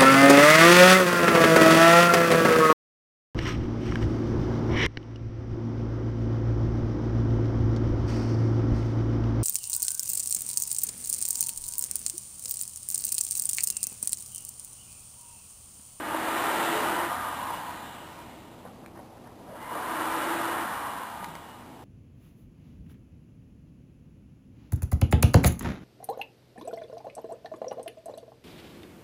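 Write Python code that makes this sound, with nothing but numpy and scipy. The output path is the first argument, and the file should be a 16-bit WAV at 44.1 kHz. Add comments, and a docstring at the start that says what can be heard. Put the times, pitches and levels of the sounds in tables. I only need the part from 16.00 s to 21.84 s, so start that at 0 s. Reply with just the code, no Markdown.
"""An air ratchet backs bolts out of a scooter in a workshop, in two bursts.
Exhaust air rushes and hums while the trigger is held; gears rattle and whine on as the rotor coasts.
The socket knocks on the bolts and scrapes, over a low workshop rush and hum.
A small camera samples the sound coarsely, which adds a thin fizz on top."""
import sys
import numpy as np
from scipy import signal
from scipy.fft import rfft, irfft, next_fast_len
from scipy.io import wavfile
from scipy.ndimage import map_coordinates

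SR = 44100
rng = np.random.default_rng(int(sys.argv[2]) if len(sys.argv) > 2 else 0)


def transcribe(u):
    """Save the signal u as a 16-bit wav file named by the first command-line argument.

    u: samples, shape (n,) or (channels, n), limited to [-1, 1]; the rate is SR.
    q: integer samples, one column per channel.
    """
    v = np.clip(np.atleast_2d(u).T, -1, 1)
    q = np.round(v * 32767).astype(np.int16)
    wavfile.write(sys.argv[1], SR, q)


N = 257544

# Trigger pulls. Each row: touch, full squeeze, hardest press and release in seconds, rotor speed limit
# in Hz, friction loss in Hz/s, rattle and rasp in dB, fade as the tool is drawn away in dB/s.
PULLS = [(-.55, -.1, 0.63, 1.07, 337.2, 80.02, -30, -36.5, 0.5),
         (3.37, 3.715, 4.28, 4.63, 340, 104.9, -31, -42.5, 3.5)]


def amp(db):
    """Decibels to gain."""
    return 10 ** (np.asarray(db) / 20)


def unit(x):
    """Scale to rms 1."""
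    return x / np.sqrt(np.mean(x ** 2) + 1e-20)


def along(points, hz):
    """(Hz, value) points read on a log axis."""
    f, v = np.transpose(points)
    return np.interp(np.log(hz + 1), np.log(f), v)


def bell(x, centre, half):
    """Gaussian hump of height 1."""
    return np.exp(-((x - centre) / half) ** 2)


def wobble(rate_hz):
    """Smooth random curve, rate_hz knots a second."""
    knots = rng.standard_normal(int(N * rate_hz / SR) + 4)
    return map_coordinates(knots, [np.arange(N) * rate_hz / SR])


def tone(turns):
    """Sine of rms 1, phase in turns."""
    return np.sqrt(2) * np.sin(2 * np.pi * turns)


def filtered(x, response):
    """x through a frequency response."""
    m = next_fast_len(N + SR // 2)
    return irfft(rfft(x, m) * response(np.fft.rfftfreq(m, 1 / SR)), m)[:N]


def shaped(x, spectrum):
    """x through a (Hz, dB) curve."""
    return filtered(x, lambda hz: amp(along(spectrum, hz)))


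def coloured(x, spectrum):
    """x shaped, at rms 1."""
    return unit(shaped(x, spectrum))


def ringing(x, modes):
    """x through (Hz, width in Hz, dB) resonances, at rms 1."""
    return unit(filtered(x, lambda f: sum(
        amp(db) * 1j * f * width / (hz * hz - f * f + 1j * f * width) for hz, width, db in modes)))


def workshop(floor_db=-48.5, drone_hz=88.3, drone_db=-62):
    """Background rush, a low drone that swells once, and faint mains hum."""
    # Rush spectrum, then hum tones. Each row: frequency in Hz, level in dB.
    rush_spectrum = [(15, -46), (25, -29), (43, -9.5), (72, -11), (135, -9.5), (189, -5.5), (325, -5.5),
                     (363, -10), (667, -11.5), (746, -9.5), (914, -12), (1530, -26), (5400, -32.5),
                     (7020, -71), (11900, -120)]
    hum_tones = [(121, -62), (240, -61), (333, -63.5)]
    # Drone swell: centre and half length in seconds, rise in dB.
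    drone_swell = (1.33, 0.34, 7.3)
    centre_s, half_s, swell_db = drone_swell
    t = np.arange(N) / SR
    rush = amp(floor_db + .6 * wobble(9.3)) * coloured(rng.standard_normal(N), rush_spectrum)
    drone_gain = amp(drone_db + swell_db * bell(t, centre_s, half_s) + wobble(21))
    drone = drone_gain * tone(drone_hz * t + .32 * wobble(14))
    return rush + drone + sum(amp(db) * tone(hz * t + .21 * wobble(10)) for hz, db in hum_tones)


def room(x):
    """Wall reverberation; treble dies first."""
    # Each row: frequency in Hz, t60 in seconds.
    wall_decay = [(150, 0.83), (1000, 0.49), (5000, 0.31)]
    hz, t, noise = signal.stft(rng.standard_normal(SR // 2), SR, nperseg=256)
    tail = signal.istft(noise * amp(-60 * t / along(wall_decay, hz)[:, None]), SR, nperseg=256)[1]
    return signal.fftconvolve(x, tail / np.linalg.norm(tail))[:N]


def handling(bump_t60_s=.26, bump_rise_s=.01):
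    """The socket scrapes as it is moved; dull bumps as the mechanic steps back."""
    # Each row: centre and half length in seconds, level in dB.
    scrapes = [(2.672, .028, -50), (2.848, .008, -54), (2.975, .022, -49), (3.174, .009, -51),
               (3.275, .025, -53)]
    # Each row: frequency in Hz, level in dB.
    scrape_spectrum = [(300, -12), (800, 11.5), (1500, 2.5), (2050, -2), (2500, -20), (3400, -21),
                       (5400, -14)]
    # Each row: start in seconds, pitch in Hz, level in dB.
    bumps = [(4.65, 193, -45), (5.2, 190.5, -42), (5.279, 162, -42.5)]
    t = np.arange(N) / SR
    strokes = sum(amp(db) * bell(t, centre_s, half_s) for centre_s, half_s, db in scrapes)
    out = strokes * coloured(rng.standard_normal(N) * amp(2.2 * wobble(330)), scrape_spectrum)
    for start_s, hz, db in bumps:
        age_s = np.maximum(t - start_s, 0)
        out += amp(db - 60 * age_s / bump_t60_s) * (1 - np.exp(-age_s / bump_rise_s)) * tone(hz * age_s)
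    return out


def burst(start_s, t60_s):
    """Decaying noise of one contact."""
    age_s = np.arange(N) / SR - start_s
    return rng.standard_normal(N) * (age_s >= 0) * amp(-60 * np.abs(age_s) / t60_s)


def contacts(knock_db=4, thud_db=1):
    """The socket knocks on the bolt, the scooter's body thuds under it, and loose steel ticks."""
    # Each row: start in seconds, level in dB, relative thud level in dB.
    knock_events = [(.147, -12, -8), (.988, -16, -25), (1.014, -17, -19), (1.029, -14.5, -17),
                    (1.116, -18, -32), (1.504, -20.5, -29), (2.652, -34, 5), (2.991, -30.5, 1),
                    (3.718, -26, -4), (3.754, -16, -9), (4.005, -16.5, -24), (5.228, -27, -9)]
    # Each row: start in seconds, level in dB.
    tick_events = [(2.8615, -32), (5.2435, -22), (5.353, -24.5)]
    # Each row: frequency in Hz, gain in dB.
    knock_spectrum = [(100, -38), (400, -14), (700, -6), (970, 5.5), (1300, -8), (2200, -24), (5400, -35)]
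    thud_spectrum = [(120, -22), (300, 4), (650, 7.5), (1300, -33), (5000, -60)]
    tick_spectrum = [(300, -6), (900, 3), (1800, 2), (2350, 3), (2800, -7), (3450, -3), (4300, -7),
                     (5400, -12)]
    knocks, thuds = np.zeros(N), np.zeros(N)
    for start_s, db, body_db in knock_events:
        blow = amp(db) * burst(start_s, t60_s=.046)
        knocks += blow
        thuds += amp(body_db) * blow
    ticks = sum(amp(db) * burst(start_s, t60_s=.013) for start_s, db in tick_events)
    out = amp(knock_db) * shaped(knocks, knock_spectrum) + amp(thud_db) * shaped(thuds, thud_spectrum)
    return out + shaped(ticks, tick_spectrum)


def squeals():
    """Short groans and squeals swell and fade under load."""
    # Each row: centre and half length in seconds, pitch in Hz, glide in Hz/s, level in dB, blur in turns.
    squeal_events = [(0.763, 0.07, 429, 0, -36.5, 0.027), (3.532, .055, 591, -500, -43, 0.3),
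                     (3.648, 0.043, 2056, 1206, -49.5, 0.11)]
    t, out = np.arange(N) / SR, np.zeros(N)
    for centre_s, half_s, hz, glide, db, blur in squeal_events:
        gain = amp(db + .77 * wobble(28)) * bell(t, centre_s, half_s)
        out += gain * tone(hz * t + glide * (t - centre_s) ** 2 / 2 + blur * wobble(170))
    return out


def drive(spin_up_s=.24, drag_s=2.5, crawl_hz=2):
    """Air spins the rotor up, drag and friction slow it; speed and pressing make the gears loud."""
    t = np.arange(N) / SR
    pulls = np.array(PULLS)
    latest = np.searchsorted(pulls[1:, 0], t)
    touch_s, _, hardest_s, release_s, top_hz, loss_hz_s, rattle_db, rasp_db, away_db_s = pulls[latest].T
    driven_s = np.minimum(t, release_s)
    coast_s = t - driven_s
    reached_hz = top_hz * (1 - np.exp((touch_s - driven_s) / spin_up_s))
    speed_hz = np.maximum(reached_hz * np.exp(-coast_s / drag_s) - loss_hz_s * coast_s, crawl_hz)
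    speed_decades = np.log10(speed_hz / top_hz)
    eased_s2 = (driven_s - hardest_s) ** 2
    rattle_db = rattle_db + 41.5 * speed_decades - 13.5 * eased_s2 - away_db_s * coast_s
    rasp_db = rasp_db + 20.5 * speed_decades - 43 * eased_s2 - away_db_s * coast_s
    return speed_hz, rattle_db, rasp_db


def rotor(tremble=.008):
    """Turns made by the rotor, whose speed trembles."""
    speed_hz, _, _ = drive()
    return np.cumsum(speed_hz * (1 + tremble * wobble(45))) / SR


def vanes(turns, count=4, whirr_db=-8.5, blur_turns=.3):
    """The rotor's vanes sing a hoarse note, lifted as it sweeps through the head's resonance."""
    _, rattle_db, _ = drive()
    note = tone(count * turns + blur_turns * wobble(150) + .49 * wobble(30)) * amp(1.9 * wobble(40))
    return amp(rattle_db + whirr_db) * ringing(note, [(1005, 113, -2), (1113, 40, -9)])


def whine(turns, teeth=20, whine_db=-8, octave_db=-7, centre_hz=154, span_hz=83):
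    """The gear mesh glides with the rotor, blurred in pitch, and stands out at speeds near centre_hz."""
    speed_hz, _, rasp_db = drive()
    mesh_turns = teeth * turns + .33 * speed_hz / centre_hz * wobble(380) + .14 * wobble(70)
    gain = amp(rasp_db + whine_db + .63 * wobble(55)) * bell(speed_hz, centre_hz, span_hz)
    return gain * (tone(mesh_turns) + amp(octave_db) * tone(2 * mesh_turns))


def impacts(turns, per_turn, scatter_db, slack_teeth=.25, slow_hz=50):
    """Gear teeth strike unevenly in time and force; mean power falls at rotor speeds below slow_hz."""
    teeth = np.arange(int(turns[-1] * per_turn))
    timing, polarity, force = rng.standard_normal((len(teeth), 3)).T
    at = np.interp((teeth + slack_teeth * timing) / per_turn, turns, np.arange(N)).astype(int)
    density = np.maximum(np.gradient(turns)[at], slow_hz / SR)
    return np.bincount(at, np.sign(polarity) * amp(scatter_db * force) / np.sqrt(density), N)


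def gears(turns, head_db=-3, housing_db=-6, socket_db=-2.5, rasp_trim_db=-2, grip_hz=335, grip_db=9.5):
    """Tooth impacts rattle the head, ring the steel housing and socket, and add a bright rasp."""
    # Each row: frequency in Hz, level in dB.
    head_spectrum = [(30, -40), (150, -15.5), (240, -10), (300, -9.5), (390, -14), (520, -8), (700, -3),
                     (820, -2), (950, -3), (1250, -3.5), (1600, -5), (2000, -14), (2400, -18.5),
                     (3100, -22.5), (5000, -29)]
    rasp_spectrum = [(1500, -44), (2000, -2.5), (2400, -5), (2880, 0), (3150, -5.5), (3700, -4.5),
                     (4400, -11), (5400, -14.5)]
    # Each row: frequency and width in Hz, level in dB.
    housing_modes = [(920.5, 23, 0), (1008, 19, 3), (1081, 10.5, 3.5), (1214, 18, 1.5), (1340, 79, -12),
                     (1554, 21, -8.5), (1643, 7.2, -9), (1802, 15, -6.5), (1847, 27, -12), (1927, 16, -7.5)]
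    socket_modes = [(947, 102, 9.5), (1820, 130, -11.5), (2770, 35, -5.5), (2886, 22, 0)]
    speed_hz, rattle_db, rasp_db = drive()
    chatter = amp(.32 * wobble(60))
    heavy = chatter * impacts(turns, per_turn=12, scatter_db=2.5)
    light = chatter * impacts(turns, per_turn=20, scatter_db=3)
    head = amp(head_db) * coloured(heavy, head_spectrum)
    housing = amp(housing_db) * ringing(light, housing_modes)
    # Held tight at speed, the socket comes loose and jingles as the rotor slows.
    loose = amp(socket_db - grip_db * (speed_hz / grip_hz) ** 4 + 2 * wobble(40))
    socket = loose * ringing(impacts(turns, per_turn=4, scatter_db=2.5), socket_modes)
    rasp = amp(rasp_db + rasp_trim_db) * coloured(light, rasp_spectrum)
    return amp(rattle_db) * (head + housing + socket) + rasp


def exhaust(turns, puff_depth=.34, valve_s=.031, half_open_db=-18.5, air_sag_db_s2=19):
    """While the trigger is held, air leaves in one puff a turn: a pulsing rush and a low hum."""
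    # One row a pull: air and hum in dB, hum sag around the hardest press in dB/s^2, hum blur in turns.
    blows = [(-31.5, -41.5, 6, 0.14), (-35.5, -39, 83, 0.062)]
    # Air at the first bolt, then with the tool turned. Each row: frequency in Hz, level in dB.
    first_spectrum = [(71, -45), (120, -24), (288, -7.5), (327, -4.5), (384, -4.5), (429, -8.5),
                      (465, -6.5), (982, -3.5), (1120, -32), (1270, -10.5), (1860, -8.5), (2250, -16.5),
                      (2860, -16.5), (5400, -33.5), (7020, -60), (11900, -120)]
    turned_spectrum = [(71, -45), (120, -25), (227, -19), (284, -7.5), (327, 2), (378, -10.5), (726, -6.5),
                       (811, -24), (998, 0), (1210, -16), (1420, -5), (1770, -16), (1890, -15), (5400, -32),
                       (7020, -63), (11900, -120)]
    t, out = np.arange(N) / SR, np.zeros(N)
    ramp = lambda at_s: np.clip((t - at_s) / valve_s + .5, 0, 1)
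    for pull, blow, spectrum in zip(PULLS, blows, (first_spectrum, turned_spectrum)):
        touch_s, squeeze_s, hardest_s, release_s = pull[:4]
        air_db, hum_db, hum_sag_db_s2, blur_turns = blow
        valve = ramp(touch_s) * amp(half_open_db * (1 - ramp(squeeze_s)))
        valve *= 1 - ramp(release_s + valve_s / 2)
        eased_s2 = (t - hardest_s) ** 2
        jet = rng.standard_normal(N) * (1 + puff_depth * tone(turns))
        out += valve * amp(air_db - air_sag_db_s2 * eased_s2) * coloured(jet, spectrum)
        hum_gain = amp(hum_db - hum_sag_db_s2 * eased_s2 + 1.3 * wobble(25))
        out += valve * hum_gain * tone(turns + blur_turns * wobble(45))
    return out


def scene(room_db=-8.5):
    """One rotor drives air, gears, vanes and whine; the mechanical sounds reverberate."""
    turns = rotor()
    metal = gears(turns) + vanes(turns) + whine(turns) + contacts() + handling()
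    return (exhaust(turns) + squeals() + metal + amp(room_db) * room(metal) + workshop())[None]


def record(dry, hold_samples=4, band_hz=5512, top_hz=15500):
    """The camera's sample-and-hold mirrors the sound faintly into the treble."""
    narrow = filtered(dry[0], lambda hz: hz < band_hz)
    held = np.repeat(narrow[::hold_samples], hold_samples)[:N]
    return filtered(held, lambda hz: hz < top_hz)[None]


dry = scene()
out = record(dry)
transcribe(out)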